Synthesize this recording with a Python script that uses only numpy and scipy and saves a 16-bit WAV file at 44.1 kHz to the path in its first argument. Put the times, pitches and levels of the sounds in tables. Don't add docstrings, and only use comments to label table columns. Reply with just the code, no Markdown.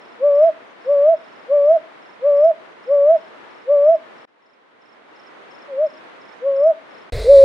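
import sys
import numpy as np
from scipy import signal
from scipy.fft import rfft, irfft
from scipy.io import wavfile
from scipy.ndimage import uniform_filter1d, minimum_filter1d

SR = 44100
rng = np.random.default_rng(int(sys.argv[2]) if len(sys.argv) > 2 else 0)


def file_out(sig):
    cols = np.atleast_2d(sig).T
    lim = np.clip(cols, -1, 1)
    pcm = np.round(lim * 32767).astype(np.int16)
    wavfile.write(sys.argv[1], SR, pcm)


N = 328104
T = np.arange(N) / SR

# frequency_hz, level_db
AIR_SPECTRUM = [(53, -53.5), (90, -26), (150, -15), (288, -5), (444, -3.5), (490, -3), (541, -4),
                (646, -3.5), (771, -5.5), (997, -4.5), (2070, -10), (2520, -15), (3450, -19.5), (7590, -41),
                (10000, -43.5), (13000, -72.5), (22000, -120)]
HISS_SPECTRUM = [(500, -36.5), (850, -7.5), (1110, -5.5), (1210, -14.5), (1350, -11.5), (1490, -12),
                 (2090, -4), (3010, -16), (3980, 1.5), (6230, -16.5), (9190, -14.5), (10000, -18),
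                 (10600, -30), (12800, -26), (15500, -34)]
MID_BAND_SPECTRUM = [(150, -58.5), (250, -25.5), (319, -25.5), (423, 0.5), (616, -3), (701, -10.5),
                     (770, -20.5), (1400, -33), (1820, -54.5), (3080, -120)]
WIND_SPECTRUM = [(20, -12), (42, 4), (75, -3), (120, -23.5), (160, -25), (240, -22.5), (320, -32),
                 (600, -62)]
RUSTLE_SPECTRUM = [(600, -26.5), (1000, -3.5), (2200, 7.5), (3200, -7.5), (6000, -33)]
PUFF_SPECTRUM = [(35, -14.5), (72, 6.5), (125, -5.5), (160, -21), (400, -48.5)]
TICK_SPECTRUM = [(500, 6), (2500, -3.5), (8000, -19.5), (15000, -18)]
# time_s, level_db
GUST_LEVEL = [(7.12, -22.5), (7.18, -22.5), (7.24, -29), (7.3, -34), (7.44, -31.5)]
# first_syllable_s, chirps, spacing_s, level_db
CHIRP_RUNS = [(.009, 2, .346, -62), (.822, 2, .351, -64), (1.325, 2, .334, -64), (2.027, 2, .345, -61.5),
              (2.84, 5, .336, -63), (4.428, 2, .394, -57), (5.164, 3, .352, -56.5), (6.218, 3, .347, -59)]
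# first_note_s, notes, pitch_hz, level_db
TWITTERS = [(0.67, 2, 6200, -70), (2.685, 2, 6200, -72), (5.31, 9, 6308, -76), (6.34, 3, 6250, -70.5),
            (6.461, 6, 6500, -77.5)]
# start_s, crest_after_s, base_hz, scoop_hz, rise_hz, level_db, attack_s, overtones_db
HOOTS = [(.174, .3, 568, 112, 105, -9.6, .04, -1), (.83, .292, 563, 104, 108, -10, .036, -2),
         (1.454, .294, 568, 116, 105, -9.9, .048, -2), (2.19, .3, 568, 112, 105, -9.6, .04, -1.5),
         (2.846, .294, 563, 104, 108, -9.3, .036, -2.5), (3.637, .294, 568, 116, 105, -9.3, .048, -2),
         (5.676, .168, 516, -64, 116, -14.6, .06, -5), (6.388, .307, 545, 100, 117, -10.6, .038, -1)]
CLOSE_HOOT = (7.232, .3, 548, 130, 0, -4.1, .068, -17)
# multiple, level_db
OVERTONES = [(2, -29), (3, -51.5), (4, -56)]
# pitch_hz, level_db
THROAT_PASSAGE = [(500, -7), (560, 2.5), (585, 1.5), (620, -5.5), (670, -13)]
# pitch_hz, level_db
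RESONANCE = [(460, -24), (516, -15), (545, -8), (564, -3.4), (585, -1.7), (620, .2), (648, 2.2),
             (676, -3.2)]
# pitch_hz, left_minus_right_db
SIDEWAYS = [(480, 2.5039), (555, 1.5), (585, 1.6512), (640, 0.0881), (672, -4)]
# delay_s, level_db, left_minus_right_db
ECHOES = [(.027, -31, 3.5), (.055, -37, -3.5), (.086, -33, -0.5)]

SCOOP_S = .05
OVERSHOOT_RATIO, OVERSHOOT_AT_S, OVERSHOOT_S = .19, .085, .039
CLIMB_S, DROP_S = .064, .034
HOLD_S, RELEASE_S, RELEASE_DEPTH_DB = .025, .036, 34
ATTACK_DEPTH_DB, SAG_DB_PER_S = 28, 240
DROPOUT_S, GAP_S, GAP_DB = 4.254, .02, -30
RETURN_DB, RETURN_S = -16.5, 1.08
CLOSE_VIEW_S = 7.122
TOP_HZ = 15750


def undb(db):
    return 10 ** (np.asarray(db) / 20)


def curve(rows, at):
    key, *columns = np.transpose(rows)
    return [np.interp(at, key, c) for c in columns]


def add(out, sound, start):
    i = max(int(start * SR), 0)
    out[..., i:i + sound.shape[-1]] += sound[..., :N - i]


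def noise(spectrum):
    hz, db = np.transpose(spectrum)
    bin_hz = np.arange(N // 2 + 1) * SR / N
    gain = undb(np.interp(np.log(bin_hz + 1), np.log(hz), db))
    x = irfft(rfft(rng.standard_normal(N)) * gain, N)
    return x / x.std()


def walk(rate, size):
    step = int(SR / rate)
    held = np.repeat(rng.standard_normal(size // step + 1), step)
    x = uniform_filter1d(held, step)[:size]
    return x / x.std()


def bump(t, before_s, after_s):
    return np.exp(-(t / np.where(t < 0, before_s, after_s)) ** 2)


def trees(x, t60, build_s):
    t = np.arange(SR) / SR
    envelope = np.exp(-np.log(1000) * t / t60) * (1 - np.exp(-t / build_s))
    echo = rng.standard_normal((2, SR)) * envelope
    echo /= np.sqrt(np.sum(echo ** 2, axis=1, keepdims=True))
    return signal.fftconvolve(x[None], echo, axes=1)[:, :N]


def air(level_db=-43.2, flicker_db=1.0477):
    return np.array([noise(AIR_SPECTRUM) * undb(level_db + flicker_db * walk(10, N)) for _ in range(2)])


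def chirp(count, hz, fall_hz, syllable_s, period_s, scatter_db=1.5776):
    t = np.arange(int(count * period_s * SR)) / SR
    place = (t % period_s - period_s / 2) / syllable_s
    strengths = undb(scatter_db * rng.standard_normal(count + 1))
    size = strengths[(t / period_s).astype(int)]
    phase = 2 * np.pi * np.cumsum(hz - fall_hz * place) / SR
    return np.sqrt(2) * size * np.exp(-place ** 2) * np.sin(phase)


def insects(period_s=.036, echo_db=-5.5):
    near, far = np.zeros(N), np.zeros(N)
    for start, count, spacing_s, db in CHIRP_RUNS:
        for k in range(round(count)):
            syllables = chirp(4, hz=5295, fall_hz=165, syllable_s=.0075, period_s=period_s)
            add(near, undb(db) * syllables, start + k * spacing_s - period_s / 2)
    for start, count, hz, db in TWITTERS:
        notes = chirp(round(count), hz=hz, fall_hz=110, syllable_s=.006, period_s=period_s)
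        add(far, undb(db) * notes, start - period_s / 2)
    return near + far + undb(echo_db) * trees(near + 2 * far, t60=.16, build_s=.002)


def massed_insects(level_db=-39, throb_db=.5921):
    return noise(HISS_SPECTRUM) * undb(level_db + throb_db * walk(40, N))


def mid_band(level_db=-29.5):
    return noise(MID_BAND_SPECTRUM) * undb(level_db)


def gust(rustle_db=-19):
    return (noise(WIND_SPECTRUM) + undb(rustle_db) * noise(RUSTLE_SPECTRUM)) * undb(curve(GUST_LEVEL, T)[0])


def puff(level_db=-27, peak_s=7.16, width_s=.03908):
    return undb(level_db) * noise(PUFF_SPECTRUM) * np.exp(-((T - peak_s) / width_s) ** 2)


def twig_tick(level_db=-28, peak_s=7.198, decay_s=.00091):
    return undb(level_db) * noise(TICK_SPECTRUM) * np.exp(-abs(T - peak_s) / decay_s)


def hoot(crest_s, base_hz, scoop_hz, rise_hz, level_db, attack_s, overtone_db, shimmer_db=.2):
    t = np.arange(int((crest_s + HOLD_S + RELEASE_S) * SR)) / SR
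    overshoot = OVERSHOOT_RATIO * bump(t - OVERSHOOT_AT_S, OVERSHOOT_S, OVERSHOOT_S)
    slide = overshoot - bump(t, SCOOP_S, SCOOP_S)
    hz = base_hz + scoop_hz * slide + rise_hz * bump(t - crest_s, CLIMB_S, DROP_S)
    hz = hz * (1 + .0012 * walk(100, len(t)))
    attack = ATTACK_DEPTH_DB * np.maximum(1 - t / attack_s, 0)
    sag = SAG_DB_PER_S * np.maximum(t - crest_s, 0)
    release = RELEASE_DEPTH_DB * np.maximum(t - crest_s - HOLD_S, 0) / RELEASE_S
    db = uniform_filter1d(level_db - attack - sag - release, size=300)
    db = db + shimmer_db * walk(120, len(t))
    phase = 2 * np.pi * np.cumsum(hz) / SR
    overtones = sum(undb(part_db) * np.sin(round(k) * phase) for k, part_db in OVERTONES)
    voice = np.sin(phase) + undb(overtone_db + curve(THROAT_PASSAGE, hz)[0]) * overtones
    ends = signal.windows.tukey(len(t), .05)
    return np.sqrt(2) * voice * ends * undb(db), hz


def owl(echo_db=-28, lead_rad=.09):
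    out = np.zeros((2, N))
    for start, *call in HOOTS:
        voice, hz = hoot(*call)
        pan_db = curve(SIDEWAYS, hz)[0]
        sides_db = np.array([pan_db, -pan_db]) / 2
        add(out, voice * undb(curve(RESONANCE, hz)[0] + sides_db), start)
    out[1] = np.real(signal.hilbert(out[1]) * np.exp(1j * lead_rad))
    direct = out.mean(axis=0)
    for delay, db, pan_db in ECHOES:
        add(out, direct * undb(db + np.array([[pan_db], [-pan_db]]) / 2), delay)
    return out + undb(echo_db) * trees(direct, t60=.45, build_s=.02)


def close_view():
    out = massed_insects() + mid_band() + gust() + puff() + twig_tick()
    start, *call = CLOSE_HOOT
    add(out, hoot(*call)[0], start)
    return out


def fade():
    swell_db = RETURN_DB * np.clip(1 - (T - DROPOUT_S - GAP_S) / RETURN_S, 0, 1) * (T > DROPOUT_S)
    first_gap = (T > DROPOUT_S) & (T < DROPOUT_S + GAP_S)
    last_gap = T > CLOSE_VIEW_S - GAP_S
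    return undb(uniform_filter1d(np.where(first_gap | last_gap, GAP_DB, swell_db), size=250))


def scene():
    wide = (owl() + insects() + air()) * fade()
    return np.where(T < CLOSE_VIEW_S, wide, close_view())


def record(dry):
    room = np.minimum(1, .97 / (np.abs(dry).max(axis=0) + 1e-9))
    gain = uniform_filter1d(minimum_filter1d(room, size=600), size=500)
    low_pass = signal.ellip(8, .2, 70, TOP_HZ, fs=SR, output="sos")
    return signal.sosfilt(low_pass, dry * gain)


dry = scene()
out = record(dry)
file_out(out)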